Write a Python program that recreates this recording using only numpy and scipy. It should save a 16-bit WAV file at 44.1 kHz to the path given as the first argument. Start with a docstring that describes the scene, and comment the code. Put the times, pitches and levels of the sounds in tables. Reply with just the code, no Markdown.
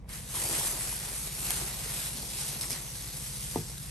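"""An engine idles some way off, a throbbing set of shaft orders over a low drone; then, close to a phone
in a garage, hands drag a thin plastic sheet off a bench. Countless tiny creases, random clicks, make a bright
hiss over a duller rustle. Big creases crack as short noise bursts with ringing facets, folds flop as
brief decaying notes, and near the end something taps a hollow panel whose modes ring.
The walls answer the cracks, flops and tap; two ports hear it all with some likeness, lead and tilt."""
import sys
import numpy as np
from scipy import signal
from scipy.fft import rfft, irfft, next_fast_len
from scipy.io import wavfile
from scipy.ndimage import uniform_filter1d, map_coordinates

SR = 44100
rng = np.random.default_rng(int(sys.argv[2]) if len(sys.argv) > 2 else 0)


def generate_wav(signal):
    """Clip the signal to [-1, 1] and save it as 16-bit WAV at the path in sys.argv[1]."""
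    frames = np.transpose(np.atleast_2d(signal))
    scaled = np.clip(frames, -1, 1) * 32767
    pcm = np.round(scaled).astype(np.int16)
    wavfile.write(sys.argv[1], SR, pcm)


N = 171990

# Distant engine: (multiple of shaft rate, relative level [dB], phase scatter [cycles])
ENGINE_ORDERS = [(3, -55, 0.42), (4, -48.5, 0.47), (6, -59.5, 0.55), (8, -63.5, 0.09), (9, -53, 0.013),
                 (10, -53, .03), (11, -52, 0.024), (12, -61, 0.059), (13, -58.5, 0.28), (15, -57, 0.45)]
# Colour of the engine's low drone: (frequency [Hz], relative level [dB])
DRONE_COLOUR = [(13, -30), (22, -14), (48, 1), (91, 4), (138, 3), (216, -10.5), (251, -10), (413, -19.5),
                (468, -10.5), (600, -22.5), (780, -41), (1320, -120)]
# Pull on the sheet: (time [s], relative crackle level [dB],
# middle band over that [dB, relative], low band over that [dB, relative])
PULL = [(0.0, -87, 12, 6), (0.06, -83, 2, 1), (0.1, -49, -9, -3), (0.16, -44, -6, -6),
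        (0.24, -49.5, -6.5, -8), (0.38, -35, -9.5, -9.5), (0.48, -34.5, -8.5, -11.5), (0.56, -31.5, -9, -8),
        (0.61, -35.5, -7, -10), (0.67, -30.5, -12, -11), (0.76, -38, -7, -10.5), (0.92, -36, -9.5, -10.5),
        (1.0, -41.5, -5.5, -7), (1.26, -38.5, -9, -12), (1.29, -42.5, -5.5, -9), (1.32, -40.5, -8.5, -11.5),
        (1.49, -36, -8, -8), (1.51, -34.5, -11, -8.5), (1.53, -35, -7.5, -8), (1.73, -42, -6.5, -7.5),
        (2.07, -37, -8, -8), (2.12, -42, -6, -10), (2.36, -42, -3.5, -10), (2.39, -37, -4.5, -11),
        (2.49, -38.5, -5, -12), (2.56, -41, -5.5, -6.5), (2.606, -43.5, -6.5, -11.5), (2.616, -38, -2, -10),
        (2.645, -40.5, -4, -5), (2.655, -40, -7, -10), (2.69, -45, 0, -10), (2.71, -38, -3, -8.5),
        (2.75, -42, -1.5, -3), (2.81, -44, -5, -8.5), (3.02, -45, -4.5, -10), (3.51, -41.5, -6, -11.5),
        (3.57, -42.5, -4, -6), (3.66, -46, -5.5, -12.5), (3.78, -47, -6, -8), (3.9, -46.5, -8, -9)]
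# Wide folds moving: (time [s], relative level of the dull rustle [dB])
FOLDING = [(0.0, -64), (0.13, -60.5), (0.27, -60.5), (0.39, -49.5), (0.52, -44), (0.62, -48), (0.88, -53),
           (1.17, -57), (1.36, -55), (1.42, -54), (1.57, -49.5), (1.75, -56.5), (2.05, -56), (2.38, -56),
           (2.58, -54.5), (2.75, -52.5), (2.93, -59), (3.5, -59.5), (3.74, -62), (3.9, -66)]
# Colour of the creases' crackle: (frequency [Hz], relative level [dB])
CRACKLE_COLOUR = [(600, -19.5), (1500, -15.5), (2500, -14), (3100, -14), (3900, -12.5), (5500, -11),
                  (7200, -9.5), (9500, -4), (10800, -1), (11800, -7), (12700, -16.5), (14500, -25),
                  (16000, -47)]
# Colour of the wide folds' rustle: (frequency [Hz], relative level [dB])
RUSTLE_COLOUR = [(100, -46), (220, -5), (350, 0), (600, -3), (950, -2.5), (1400, -13), (2500, -13),
                 (5000, -35)]
# Edges between the crackle's three bands, upper then lower: (frequency [Hz])
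BAND_EDGES = [6500, 3400]
# Big creases: (time [s], relative level [dB], spray against that level [dB],
# facet pitch [Hz], facet against that level [dB])
SNAPS = [(0.0918, -31, -12, 5000, -2), (0.1358, -28, -16, 5060, 4), (0.5484, -28, -14, 5000, -9),
         (0.66, -17, -14, 4500, -12), (1.1722, -29, -14, 5000, -9), (1.205, -26, -18, 5000, -11),
         (1.5053, -10.5, -8, 3220, -7.5), (1.513, -27, -10, 7500, -9), (1.518, -19, -10, 7500, -9),
         (2.611, -15, -10, 5250, -3), (2.619, -29, -12, 4530, -4), (2.6292, -20, -9, 5500, -4),
         (2.642, -25, -14, 5500, 1), (2.6974, -37, -16, 5000, -6), (2.7055, -15.5, -16, 5500, -5),
         (2.7105, -24, -17, 5500, -6), (2.7168, -18.5, -16, 5500, 3), (2.7302, -26, -13, 5100, 11),
         (3.78, -29, -11, 3820, 4)]
# Folds popping over: (time [s], relative level [dB], pitch [Hz])
FLOPS = [(0.347, -26, 1090), (0.37, -24, 970), (0.612, -24, 980), (0.73, -38, 420), (0.926, -26, 940),
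         (1.087, -34, 945), (1.425, -36.5, 315), (1.502, -29, 790), (1.517, -36, 950), (1.585, -39, 600),
         (1.62, -34, 343), (1.645, -36, 342), (1.859, -34, 450), (2.148, -34.5, 230), (2.184, -36.5, 240),
         (2.206, -43, 277), (2.559, -36.5, 202), (2.562, -36, 700), (2.64, -24, 1880), (2.704, -44, 256),
         (2.721, -32, 244)]
# Hard first contact of the tap: (frequency [Hz], level against the thump [dB], t60 [s])
KNOCK_MODES = [(900, -5, .014), (1900, -18, .008), (2700, -24, .006)]
# Modes of the hollow panel: (frequency [Hz], level against the thump [dB], t60 [s])
PANEL_MODES = [(102.5, -17, 0.28), (159.6, -14.5, 0.26), (221, -23, 0.25), (290, -33, .2), (356, -23, 0.22),
               (410, -26, 0.18), (452.5, -19.5, 0.14), (602, -28, 0.1), (704, -21, .07), (845, -22, 0.076),
               (1220, -25.5, 0.08)]
# Decay of the garage: (frequency [Hz], t60 [s])
GARAGE_DECAY = [(200, 0.19), (2000, 0.066), (10000, 0.12)]
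# Likeness of the two ports: (frequency [Hz], left-right likeness [0 to 1])
PORT_LIKENESS = [(30, .98), (60, .96), (130, .86), (300, .8), (900, .75), (1600, .1), (2200, .62),
                 (3500, .35), (4300, .5), (5000, .25), (6200, .62), (7000, .35), (8400, .99), (9200, .82),
                 (10000, .995), (10600, .995), (11400, .84), (12000, .99), (12900, .9), (13300, .999)]
# Phase by which the right port leads: (frequency [Hz], lead [rad])
PORT_LEAD = [(100, 0), (400, -.4), (1300, -.8), (2200, -.1), (3000, -1.3), (4200, -.5), (6500, -.25),
             (7500, -.95), (8300, 0), (8900, .2), (11700, 6.2), (12800, 6.6), (13300, 9.42), (14400, 9.42),
             (14900, 12.5)]
# Level of the left port over the right: (frequency [Hz], tilt [dB])
PORT_TILT = [(300, 0), (900, 1.5), (2000, .8), (4000, 0), (7000, 1.5), (8500, 0)]

SHAFT_HZ, SHAFT_WAVER, FIRST_BEAT_S = 13.7, .002, .012  # waver as a fraction of the rate
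DRONE_DB = -49.5
CREASES_PER_S, CREASE_SPREAD_DB = 16000, 2
PATCHY_DB = 1.5
SPURTS_PER_S, SPURT_SPREAD_DB = 160, 2.2
SPURT_DB, SPURT_T60_S = -18.5, 0.036  # least spurt, over the steady crackle
SNAP_RISE_S, SPRAY_T60_S = 0.00044, 0.047
FACET_CYCLES, FLOP_CYCLES = 30, 14  # cycles to fall by 60 dB
TAP_S, TAP_DB = 3.5587, -13.5
TAP_START_HZ, TAP_END_HZ, TAP_FALL_S = 730, 250, .0014
TAP_RISE_S, TAP_T60_S = 0.0015, 0.03
WET_DB = -13
TOP_HZ = 15850


def amp(db):
    """Amplitude factor for a level in dB."""
    return 10 ** (np.asarray(db) / 20)


def unit(x):
    """Scale to rms 1."""
    return x / np.sqrt(np.mean(x ** 2) + 1e-20)


def along(points, hz):
    """Read (Hz, value) points on a log frequency axis."""
    f, v = np.transpose(points)
    return np.interp(np.log(hz + 1), np.log(f + 1), v)


def curves(rows):
    """One value per sample for each column after the time."""
    s, *cols = np.transpose(rows)
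    return [np.interp(np.arange(N) / SR, s, c) for c in cols]


def wobble(rate):
    """A smooth random curve, rate knots a second."""
    knots = rng.standard_normal(int(N * rate / SR) + 4)
    return map_coordinates(knots, [np.arange(N) * rate / SR])


def filtered(x, response):
    """Multiply the spectrum by a complex response of frequency."""
    m = next_fast_len(N + SR // 2)
    return irfft(rfft(x, m) * response(np.fft.rfftfreq(m, 1 / SR)), m)[..., :N]


def coloured(x, spectrum):
    """Shape the spectrum by a table of levels."""
    return filtered(x, lambda hz: amp(along(spectrum, hz)))


def add(track, s, sound):
    """Lay a sound into the track at s seconds."""
    part = track[round(s * SR):][:len(sound)]
    part += sound[:len(part)]


def engine():
    """Shaft orders, the middle ones nearly in step so that they throb once a turn, over a low drone."""
    rate = SHAFT_HZ * (1 + SHAFT_WAVER * wobble(3.18))
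    turns = np.cumsum(rate) / SR - SHAFT_HZ * FIRST_BEAT_S
    quarter_turn_apart = np.c_[[0, .25]]  # phase in cycles for the shared and unshared parts
    lines = np.zeros((2, N))
    for k, db, scatter in ENGINE_ORDERS:
        level = amp(db + 1.0 + 2.1 * wobble(4.02))
        cycles = k * turns + scatter * rng.normal() + quarter_turn_apart
        lines += level * np.sin(2 * np.pi * cycles)
    drone = coloured(rng.standard_normal((2, N)), DRONE_COLOUR)
    return amp(DRONE_DB) * unit(drone) + lines * [[1], [.8]]


def creases(per_s, spread_db):
    """Tiny creases snap at random moments as clicks of scattered size; rms 1."""
    hit = rng.random(N) < per_s / SR
    size = amp(spread_db * rng.standard_normal(N)) * rng.standard_normal(N)
    return unit(hit * size)


def spurts():
    """Gain on crackle and rustle: random folds let go at once and settle more slowly."""
    t = np.arange(SR // 20) / SR
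    excess = np.minimum(rng.exponential(size=N), 3)
    hit = (rng.random(N) < SPURTS_PER_S / SR) * amp(SPURT_DB + SPURT_SPREAD_DB * excess)
    return unit(1 + signal.fftconvolve(hit, amp(-60 * t / SPURT_T60_S))[:N])


def patchy(x, depth_db):
    """Random gain patches that drift in time and pitch, as the sheet changes shape."""
    z = signal.stft(x, nperseg=512)[2]
    field = uniform_filter1d(rng.standard_normal(z.shape), size=6, axis=0)  # across pitch
    field = uniform_filter1d(field, size=12, axis=1)  # across time
    return signal.istft(z * amp(depth_db * unit(field)), nperseg=512)[1][:N]


def sheet(gain):
    """The pull sets the bright crackle and its colour; wide folds give a duller rustle."""
    crackle_db, middle_db, low_db = curves(PULL)
    clicks = gain * creases(CREASES_PER_S, CREASE_SPREAD_DB)
    crackle = patchy(coloured(clicks, CRACKLE_COLOUR), PATCHY_DB)
    below, low = filtered(crackle, lambda hz: 1 / (1 + (hz / np.c_[BAND_EDGES]) ** 6))
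    bright = unit(crackle - below) * amp(1.0)
    bright += unit(below - low) * amp(middle_db + 0.5)
    bright += unit(low) * amp(low_db + 1.13)
    dull = patchy(coloured(gain * creases(2500, 3.0), RUSTLE_COLOUR), PATCHY_DB)
    return bright * amp(crackle_db) + unit(dull) * amp(curves(FOLDING)[0] + 2.0)


def snaps():
    """Each big crease is a millisecond-scale burst with a short spray; the flat facet beside it rings briefly."""
    bursts, facets, t = np.zeros(N), np.zeros(N), np.arange(SR // 20) / SR
    u = t / SNAP_RISE_S
    for s, db, spray_db, hz, facet_db in SNAPS:
        crack = (u / 2 * np.exp(1 - u / 2)) ** 2
        spray = amp(spray_db - 60 * t / SPRAY_T60_S) * (1 - np.exp(-u))
        add(bursts, s, amp(db - 1.0) * (crack + spray) * rng.choice([-1, 1], len(t)))
        decay = amp(db + facet_db - 60 * t * hz / FACET_CYCLES)
        add(facets, s, decay * (1 - np.exp(-u / 2)) * np.sin(2 * np.pi * hz * t))
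    return coloured(bursts, CRACKLE_COLOUR) + facets


def flops():
    """A wide fold pops over with a dull note of a few cycles."""
    out, t = np.zeros(N), np.arange(SR // 10) / SR
    rise = 1 - np.exp(-t / 0.00096)
    for s, db, hz in FLOPS:
        decay = amp(db - 2.0 - 60 * t * hz / FLOP_CYCLES)
        add(out, s, decay * rise * np.sin(2 * np.pi * hz * t))
    return out


def modes(table, t, rise_per_cycle):
    """Sum of decaying sines, each building up in proportion to its pitch."""
    return sum(amp(db - 60 * t / t60) * (1 - np.exp(-t * hz * rise_per_cycle)) * np.sin(2 * np.pi * hz * t)
               for hz, db, t60 in table)


def tap():
    """A hard knock, a thump of falling pitch, and the panel's modes ringing behind them."""
    out, t = np.zeros(N), np.arange(SR // 2) / SR
    fall = (TAP_START_HZ - TAP_END_HZ) * TAP_FALL_S * (1 - np.exp(-t / TAP_FALL_S))
    turns = TAP_END_HZ * t + fall
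    thump = amp(-60 * t / TAP_T60_S) * (1 - np.exp(-t / TAP_RISE_S)) * np.sin(2 * np.pi * turns)
    knock = -modes(KNOCK_MODES, t, 2)  # opposite polarity to the thump
    ring = modes(PANEL_MODES, t, 0.5)
    add(out, TAP_S, amp(TAP_DB) * (thump + knock + ring))
    return out


def garage(x):
    """Two unrelated answers of the walls; each frequency dies at its own speed."""
    hz, t, z = signal.stft(rng.standard_normal((2, SR // 3)), SR, nperseg=256)
    decay = amp(-60 * t / along(GARAGE_DECAY, hz)[:, None])
    tail = signal.istft(z * decay, SR, nperseg=256)[1]
    return signal.fftconvolve(x[None], tail / np.linalg.norm(tail[0]), axes=1)[:, :N]


def ports(pair):
    """Two microphone ports hear a shared and an unshared part, with a phase lead and a tilt between them."""
    def share(hz):
        angle = np.arccos(np.clip(along(PORT_LIKENESS, hz), -1, 1)) / 2
        return np.array([np.cos(angle), np.sin(angle)])

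    def left_and_right(hz):
        half = amp(along(PORT_TILT, hz) / 2) * np.exp(-.5j * along(PORT_LEAD, hz))
        return np.array([half, 1 / half])

    mid, side = filtered(pair, share)
    return filtered(np.array([mid + side, mid - side]), left_and_right)


def scene():
    """Sheet close by, engine far off, and the walls answering the cracks, flops and tap."""
    near, gain = snaps() + flops() + tap(), spurts()
    direct = np.array([sheet(gain) + near, sheet(gain)])  # shared part, unshared part
    return ports(direct + amp(WET_DB) * garage(near) + engine())


def record(dry):
    """Nothing passes at or above the band limit."""
    return filtered(dry, lambda hz: hz < TOP_HZ)


dry = scene()
out = record(dry)
generate_wav(out)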